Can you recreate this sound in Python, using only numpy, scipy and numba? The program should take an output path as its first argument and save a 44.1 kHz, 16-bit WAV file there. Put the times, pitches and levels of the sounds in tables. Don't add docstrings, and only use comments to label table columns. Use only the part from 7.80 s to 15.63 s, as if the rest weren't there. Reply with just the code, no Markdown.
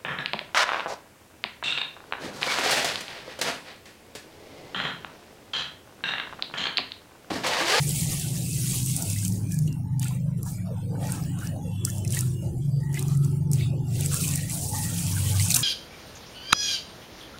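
import sys
import numpy as np
from scipy import signal
from scipy.fft import rfft, irfft
from scipy.io import wavfile
from scipy.ndimage import uniform_filter1d
from numba import njit

SR = 44100
rng = np.random.default_rng(int(sys.argv[2]) if len(sys.argv) > 2 else 0)


def int16_out(signal):
    q = np.round(np.clip(np.atleast_2d(signal).T, -1, 1) * 32767)
    wavfile.write(sys.argv[1], SR, q.astype(np.int16))


N = 345303

# (time [s], mean firing rate [Hz], multiple 4 [dB], loudest of multiples 5-7 [-], its level [dB])
ENGINE_CURVE = [(0.0, 23.7, -55, 5.8, -28), (0.3, 24.0, -45, 5.9, -29.5), (1.13, 25.5, -60, 5.1, -28),
                (1.28, 24.63, -31, 7, -46), (1.46, 26.2, -32, 5, -50), (1.74, 25.6, -34, 6, -28.5),
                (2.14, 25.3, -40, 5, -29.5), (2.66, 25.5, -59, 5.1, -32), (2.8, 25.5, -37, 6, -37.5),
                (3.12, 25.9, -32.5, 5, -30), (3.45, 25.4, -31.5, 5.5, -28.5),
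                (3.68, 24.61, -39.5, 6, -36.5), (4.0, 25.1, -33.5, 5, -33), (4.56, 25.5, -34, 5, -29),
                (4.7, 26.2, -33, 5, -31.5), (4.88, 23.6, -57, 6, -27), (5.6, 23.7, -33.5, 5.9, -24.5),
                (6.19, 24.05, -34.5, 5.6, -25), (6.32, 24.1, -33.5, 6, -30), (6.87, 24.1, -38, 6, -40),
                (7.3, 24.3, -30, 5.6, -29), (7.63, 24.4, -28.5, 5.2, -28.5), (7.83, 24.7, -49, 5, -30.5)]
# (frequency [Hz], relative density [dB per Hz])
RUMBLE_SPECTRUM = [(12, -13), (20, -21), (48, -15), (102, -1), (128, 1), (160, 0.5), (222, -13),
                   (279, -15.5), (420, -26.5), (550, -63), (920, -120)]
# (frequency [Hz], relative density [dB per Hz])
AIR_SPECTRUM = [(300, -12), (500, -1), (900, -4), (1500, -15.5), (3000, -17.5), (9000, -33), (15500, -18)]
# (start [s], end [s], centre [Hz], width [Hz], level before fades [dB])
STREAK_BANDS = [(0, 1.36, 347, 40, -52.5), (0, 2.3, 256.5, 41, -47), (5, 8.1, 265.7, 47, -47),
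                (3, 3.22, 480, 70, -53), (2.29, 2.43, 2390, 88, -56), (3, 3.9, 262, 60, -46),
                (3.91, 4.29, 3050, 70, -54), (3.8, 4.25, 3400, 50, -57), (3.84, 4.27, 2720, 50, -59),
                (3.43, 3.8, 2900, 130, -58), (6.89, 7.08, 850, 45, -42), (5.0, 5.2, 1900, 90, -53),
                (1.26, 1.44, 2620, 110, -48), (2.71, 2.9, 2300, 120, -60), (2.73, 2.8, 4950, 250, -55),
                (0.62, 0.85, 2620, 110, -50), (0.94, 1.08, 2620, 110, -50), (6.92, 7.17, 1870, 130, -46),
                (4, 4.94, 346, 37, -47), (5, 5.22, 870, 47, -50.5), (5.5, 5.8, 866, 47, -56),
                (5, 6.34, 365, 29, -49), (6.5, 6.74, 1900, 120, -49.5), (4.8, 4.92, 3300, 200, -60),
                (4.89, 5.07, 4700, 200, -56), (5.2, 5.62, 1300, 90, -59), (1.63, 1.81, 2400, 100, -55),
                (1.7, 1.84, 1700, 90, -58), (1.87, 2.03, 2750, 100, -58), (2.03, 2.32, 870, 60, -55),
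                (4.52, 4.74, 2850, 70, -60), (7, 7.9, 870, 58, -53.5)]
# (time [s], spray level before mix [dB])
DRAIN_CURVE = [(0.0, -32), (0.2, -31.5), (0.42, -33.5), (0.64, -35.5), (0.9, -30.5), (1.08, -30.5),
               (1.42, -33), (1.54, -47), (2.1, -61), (2.5, -56.5), (3.15, -81), (3.9, -51.5), (4.6, -53.5),
               (5.0, -54.5), (5.4, -50), (5.68, -55), (6.0, -80), (6.14, -65), (6.24, -43), (6.45, -30),
               (6.66, -38), (6.75, -37.5), (7.2, -34), (7.5, -30), (7.83, -35.5)]
# (crest [s], rise [s], hold [s], spray [dB], trickle [dB], gurgle [dB], slop [dB]); before mix
SPLASH_EVENTS = [(0.1, 0.31, 0.1, -34.5, -47, -66, -46), (0.31, 0.12, 0.097, -38, -39.5, -53.5, -52),
                 (0.865, 0.34, 0.094, -34, -41.5, -57, -72), (1.188, 0.05, 0.022, -53, -48, -54, -45.5),
                 (1.448, 0.016, 0.015, -35, -50, -56, -69), (1.714, .05, 0.026, -40.5, -75, -77, -77),
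                 (1.818, .02, 0.042, -48, -84, -82, -80), (2.221, 0.042, 0.05, -42, -45, -55, -72),
                 (2.302, .03, 0.014, -57, -68, -75, -49), (2.574, 0.021, 0.017, -50.5, -66, -67, -61),
                 (2.664, 0.059, 0.031, -40, -61, -57, -74), (2.86, 0.03, 0.17, -58, -61, -62, -45),
                 (3.05, 0.22, 0.085, -60, -57, -63, -44.5), (3.242, 0.13, 0.12, -41.5, -46.5, -45.5, -41.5),
                 (3.446, 0.06, 0.052, -51, -60, -55, -67), (3.617, 0.14, 0.045, -44, -49.5, -46, -46.5),
                 (3.767, 0.087, 0.06, -66, -74, -75, -40.5), (4.05, 0.013, 0.038, -38, -78, -54, -67),
                 (4.16, 0.033, .03, -48, -65, -73, -47), (4.342, 0.083, 0.03, -33.5, -38.5, -46, -49),
                 (4.625, .02, 0.014, -51, -64, -76, -45), (5.161, 0.094, 0.047, -42, -44.5, -50.5, -52.5),
                 (5.3, 0.077, 0.043, -48.5, -51, -55, -67), (5.444, .05, 0.028, -48, -54, -64, -71),
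                 (5.732, .03, 0.0058, -37.5, -53, -76, -66), (5.797, 0.071, 0.031, -70, -39.5, -75, -68),
                 (6.2, 0.17, 0.05, -34.5, -40, -59, -44), (6.326, 0.053, 0.028, -30, -38, -45.5, -45),
                 (6.477, 0.051, 0.1, -56, -52, -48.5, -45), (6.703, 0.053, 0.045, -32, -43.5, -50.5, -49),
                 (6.813, 0.072, 0.038, -31, -66, -61, -47), (6.951, 0.034, 0.16, -34.5, -44.5, -53, -46.5),
                 (7.467, 0.59, 0.21, -56, -56, -44.5, -47.5), (7.608, 0.032, 0.036, -28, -38, -49, -66),
                 (7.703, 0.017, 0.009, -27.5, -31, -51, -53), (7.756, 0.025, 0.007, -25, -32, -35, -43)]
# (spray, trickle, gurgle, slop) [dB/s]
SPLASH_FALL_DB_PER_S = [96, 133, 140, 108]
# (trickle, gurgle, slop) [dB]
LAP_WANDER_DB = [2, 3, 2]
# (frequency [Hz], weight [dB])
SPRAY_WEIGHT = [(2060, -38), (3500, -19.5), (4500, -11), (5830, -4.5), (8680, 2.5), (12700, -5.5),
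                (14900, -8), (15800, 11)]
# (frequency [Hz], weight [dB])
NO_BASS_WEIGHT = [(2000, -30), (4000, 0)]
# (time [s], nominal peak [dB], starting pitch [Hz])
TICK_EVENTS = [(0.092, -14.5, 8350), (0.397, -19, 7600), (1.0617, -16, 8700), (1.1646, -13.5, 8750),
               (1.2233, -16, 7550), (1.3002, -18, 7280), (1.45, -17, 7450), (1.48, -17.5, 9250),
               (1.523, -27, 5570), (1.7205, -22, 6540), (1.744, -25, 10300), (1.789, -22, 6350),
               (1.877, -32, 8800), (1.927, -35, 5640), (2.1957, -19.5, 7980), (2.2288, -22.5, 6560),
               (2.244, -23, 8000), (2.2825, -23, 6800), (2.6306, -23.5, 10700), (3.271, -29.5, 5800),
               (3.321, -15, 8530), (3.4377, -33, 5800), (3.5886, -31.5, 6860), (3.672, -26, 5800),
               (4.0506, -8.5, 7810), (4.101, -24, 6800), (4.182, -24, 6865), (4.2487, -23.5, 9150),
               (4.2774, -23.5, 5650), (4.306, -22, 9060), (4.324, -16, 8400), (4.3477, -17.5, 9000),
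               (4.3903, -16.5, 6560), (4.408, -12, 9600), (5.129, -32, 7200), (5.143, -24.5, 6960),
               (5.1935, -19.5, 9100), (5.226, -23, 8900), (5.2828, -28, 6700), (5.3506, -34, 6840),
               (5.374, -31, 9100), (5.447, -27, 7200), (5.7155, -21, 8600), (5.733, -15, 7740),
               (6.2088, -16.5, 9200), (6.261, -15, 7900), (6.343, -14.5, 9800), (6.4122, -19, 8430),
               (6.464, -26, 8000), (6.4795, -16.5, 7430), (6.489, -18, 8000), (6.5116, -21, 7200),
               (6.5575, -14, 9100), (6.576, -21, 8550), (6.697, -23, 7400), (6.8136, -28, 8840),
               (7.5972, -17, 4440), (7.625, -20, 9000), (7.662, -21, 8000), (7.7052, -10.5, 6840),
               (7.7131, -9, 9150), (7.7199, -12.5, 4270), (7.742, -10, 3680), (7.7443, -10, 6600),
               (7.7476, -7, 9150), (7.7605, -9, 7250), (7.7628, -10, 9000), (7.7655, -9, 7200),
               (7.769, -14, 8700), (7.806, -17, 7300)]
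# (time [s], nominal peak [dB], starting pitch [Hz])
PLOP_EVENTS = [(0.333, -34, 3500), (1.362, -35.5, 1980), (1.428, -45, 1580), (1.453, -34, 3090),
               (1.711, -42, 2430), (1.877, -39, 2850), (2.228, -42, 1825), (2.234, -37, 3100),
               (2.254, -37.5, 1405), (2.266, -38, 2500), (2.308, -39.5, 1005), (2.662, -39, 940),
               (3.153, -44, 1490), (3.621, -40, 1525), (4.073, -36, 1370), (4.248, -38, 2560),
               (4.334, -33, 3100), (4.369, -26.5, 1905), (5.145, -34, 1960), (5.172, -26.5, 2030),
               (5.19, -33, 3920), (5.809, -33, 2210), (6.22, -34, 2790), (6.314, -35.5, 1490),
               (6.697, -37, 2060), (6.933, -29.5, 841), (7.597, -26.5, 2090), (7.704, -30.5, 2680),
               (7.762, -24, 2720), (7.768, -33, 1270)]

RUMBLE_DB, AIR_DB = -32.5, -59.5
STEADY_AIR_UNDER_DB = -8
SEVENTH_FLOOR_DB = -39
OFF_PEAK_DB = -8
TRICKLE_UNDER_DB, GURGLE_UNDER_DB = -8.5, -46
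THIN_DB_PER_DB, FULL_DB = 0.4, -29
CALM_GURGLE_DB, CALM_SLOP_DB, LAP_HZ = -69.5, -57, 12
SPLASH_RISE_DB = 22
TICK_T60_CYCLES = 39
PLOP_T60_S, PLOP_T60_POWER = 0.046, -.7
TOP_HZ = 15600
STFT = dict(nperseg=512, noverlap=384)


def undb(db):
    return 10 ** (np.asarray(db) / 20)


def level(x, db):
    return x * undb(db) / np.sqrt(np.mean(x ** 2))


def noise():
    return rng.standard_normal(N)


def columns(table):
    time_s, *rest = np.transpose(table)
    return [np.interp(np.arange(N) / SR, time_s, c) for c in rest]


def colour(x, spectrum):
    hz, db = np.transpose(spectrum)
    f = np.maximum(np.arange(N // 2 + 1) * SR / N, 1)
    return irfft(rfft(x) * undb(np.interp(np.log(f), np.log(hz), db)), N)


def walk(rate_hz):
    k = max(int(SR / rate_hz), 2)
    held = np.repeat(rng.standard_normal(N // k + 1), k)
    return 1.263 * uniform_filter1d(uniform_filter1d(held, k), k)[:N]


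@njit
def ring(n, sr, start_s, size, hz, t60_s, glide):
    out = np.zeros(n)
    for e in range(len(start_s)):
        start, steps, phase = int(start_s[e] * sr), int(t60_s[e] * sr) + 2, 0.
        fall, a = 1000. ** (-1. / steps), size[e]
        for i in range(min(steps, n - start)):
            phase += 2 * np.pi * min(hz[e] * (1 + glide * i / steps) / sr, .45)
            out[start + i] += a * np.sin(phase) * min(phase / (3 * np.pi), 1.)
            a *= fall
    return out


def swarm(count, lo_hz, hi_hz, cycles, spread_db, glide, hiss_db):
    u_time, u_pitch, u_size = rng.random((count, 3)).T
    hz = lo_hz * (hi_hz / lo_hz) ** u_pitch
    size = undb(np.minimum(-spread_db * np.log(1 - u_size), 16.))
    grains = ring(N, 1. * SR, u_time * N / SR, size, hz, cycles / hz, glide)
    band = [(lo_hz * 0.4, -35), (lo_hz, 0), (hi_hz, -3), (hi_hz * 1.15, -35)]
    return level(level(grains, 0) + level(colour(noise(), band), hiss_db), 0)


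def engine():
    hz, low_db, loudest, db = columns(ENGINE_CURVE)
    turn = 2 * np.pi * np.cumsum(hz * (1 + 0.0086 * walk(6))) / SR
    line_db = [low_db] + [db + OFF_PEAK_DB * np.abs(k - loudest) for k in range(5, 8)]
    line_db[3] = np.maximum(line_db[3], SEVENTH_FLOOR_DB)
    out = np.zeros(N)
    for k, db in enumerate(line_db, 4):
        size = undb(db - 1 + 3.13 * walk(9))
        out += np.sqrt(2) * size * np.sin(k * turn + 2 * np.pi * rng.random())
    return out


def rumble():
    return undb(1.03 * walk(6)) * level(colour(noise(), RUMBLE_SPECTRUM), RUMBLE_DB)


def air(db):
    return level(colour(noise(), AIR_SPECTRUM), db)


def streaks():
    out, t = np.zeros(N), np.arange(N) / SR
    for start_s, end_s, hz, width_hz, db in STREAK_BANDS:
        b, a = signal.iirpeak(hz, hz / (2 * width_hz), SR)
        band = noise()
        for _ in range(3):
            band = signal.lfilter(b, a, band)
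        fade = np.clip(np.minimum((t - start_s) / 0.029, (end_s - t) / 0.1), 0, 1)
        out += level(band * undb(2.55 * walk(18)), db) * fade
    return out


def stir():
    t, (drain_db,) = np.arange(N) / SR, columns(DRAIN_CURVE)
    lap_db = [db * walk(LAP_HZ) for db in LAP_WANDER_DB]
    trickle_db = drain_db + TRICKLE_UNDER_DB + THIN_DB_PER_DB * (drain_db - FULL_DB) + lap_db[0]
    gurgle_db = np.maximum(drain_db + GURGLE_UNDER_DB, CALM_GURGLE_DB) + lap_db[1]
    power = undb([drain_db, trickle_db, gurgle_db, CALM_SLOP_DB + lap_db[2]]) ** 2
    for crest_s, rise_s, hold_s, *db in SPLASH_EVENTS:
        near = slice(*np.searchsorted(t, [crest_s - 3 * rise_s, crest_s + hold_s + .5]))
        early_s = np.maximum(crest_s - t[near], 0)
        late_s = np.maximum(t[near] - crest_s - hold_s, 0)
        climb_db = SPLASH_RISE_DB * early_s / max(rise_s, .005)
        power[:, near] += undb(np.c_[db] - climb_db - np.c_[SPLASH_FALL_DB_PER_S] * late_s) ** 2
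    return 10 * np.log10(power)


def wash(spray_db, trickle_db, gurgle_db, slop_db):
    spray = swarm(count=20000, lo_hz=3650.0, hi_hz=14900.0, cycles=18.0, spread_db=4.0, glide=0.072, hiss_db=2.0)
    trickle = swarm(count=4000, lo_hz=2240.0, hi_hz=4950.0, cycles=31.0, spread_db=2.0, glide=0.41, hiss_db=2.5)
    gurgle = swarm(count=900, lo_hz=1061.0, hi_hz=1934.0, cycles=95.0, spread_db=3.0, glide=0.22, hiss_db=0.0)
    slop = swarm(count=1200, lo_hz=449.0, hi_hz=881.0, cycles=9.9, spread_db=3.0, glide=0.19, hiss_db=6.5)
    pricks = swarm(count=1200, lo_hz=5270.0, hi_hz=14700.0, cycles=6.9, spread_db=5.0, glide=0.05, hiss_db=-25.0)
    spray = level(colour(spray, SPRAY_WEIGHT), 0) + level(colour(pricks, NO_BASS_WEIGHT), -15.5)
    patter = undb(1.1 * walk(60) + 0.5 * walk(18))
    fine = undb(spray_db) * level(spray, -2.17) + undb(trickle_db) * level(trickle, -3.5)
    coarse = undb(gurgle_db) * level(gurgle, -1.2) + undb(slop_db) * level(slop, -0.12)
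    return patter * fine + coarse


def break_up(x, spray_db):
    knee_db, depth_db, share, last_s = -46, -15, .33, .065
    f, t, z = signal.stft(x, SR, **STFT)
    chance, k = rng.standard_normal(z.shape), int(last_s / t[1])
    chance = uniform_filter1d(uniform_filter1d(chance, k, axis=1), k, axis=1)
    chance = uniform_filter1d(chance, size=2, axis=0)
    chance = chance / chance.std(axis=1, keepdims=True)
    chance = chance - np.quantile(chance, 1 - share)
    patch = undb(depth_db / (1 + np.exp(5 * chance)))
    faint = 1 / (0.5 + np.exp((np.interp(t, np.arange(N) / SR, spray_db) - knee_db) / 3))
    always = np.interp(f, [1900, 2600, 5200], [.9, .45, 0])[:, None]
    faint = np.maximum(faint, always) * np.interp(f, [190, 400], [0, 1])[:, None]
    blots = rng.standard_normal(z.shape)
    blots = uniform_filter1d(uniform_filter1d(blots, size=14, axis=0), size=9, axis=1)
    z = z * undb(1.63 * blots / blots.std() * (f > 900)[:, None])
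    grid = np.linspace(0, 1, 9)
    loss = np.interp(faint, grid, [np.mean(patch ** (2 * a)) for a in grid])
    return signal.istft(z * patch ** faint / np.sqrt(loss), SR, **STFT)[1][:N]


def burst(events, t60_s, count, spread, side_db, glide):
    start_s, db, hz = np.transpose(events)
    t60_s = np.clip(t60_s, .001, .2)
    out = ring(N, 1. * SR, start_s, undb(db), hz, t60_s, glide)
    u = rng.random((len(start_s), count, 2))
    for k in range(count):
        side_s = start_s + .15 * t60_s * u[:, k, 0]
        side_hz = hz * spread ** (2 * u[:, k, 1] - .7)
        out = out + ring(N, 1. * SR, side_s, undb(db + side_db), side_hz, 1.74 * t60_s, glide)
    return out


def ticks():
    start_s, db, hz = np.transpose(TICK_EVENTS)
    crack = np.zeros(N)
    crack[(start_s * SR).astype(int)] = undb(db - 3.0)
    crack = signal.lfilter([1], [1, -np.exp(-1 / (0.002 * SR))], crack) * noise()
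    crack = colour(crack, [(3000, -34), (5500, -0.5), (9000, 0.5), (15000, -7.0)])
    rings = burst(TICK_EVENTS, TICK_T60_CYCLES / hz, count=4, spread=1.34, side_db=-12.5, glide=0.22)
    return crack + colour(rings, NO_BASS_WEIGHT)


def plops():
    hz = np.transpose(PLOP_EVENTS)[2]
    t60_s = PLOP_T60_S * (hz / 2000) ** PLOP_T60_POWER
    return burst(PLOP_EVENTS, t60_s, count=3, spread=1.4, side_db=-13.0, glide=0.072)


def scene():
    stir_db = stir()
    broken = break_up(wash(*stir_db) + rumble() + air(AIR_DB), stir_db[0])
    whole = engine() + streaks() + ticks() + plops() + air(AIR_DB + STEADY_AIR_UNDER_DB)
    return (whole + broken)[None]


def record(dry):
    return signal.sosfilt(signal.ellip(12, .2, 100, TOP_HZ, fs=SR, output="sos"), dry)


dry = scene()
out = record(dry)
int16_out(out)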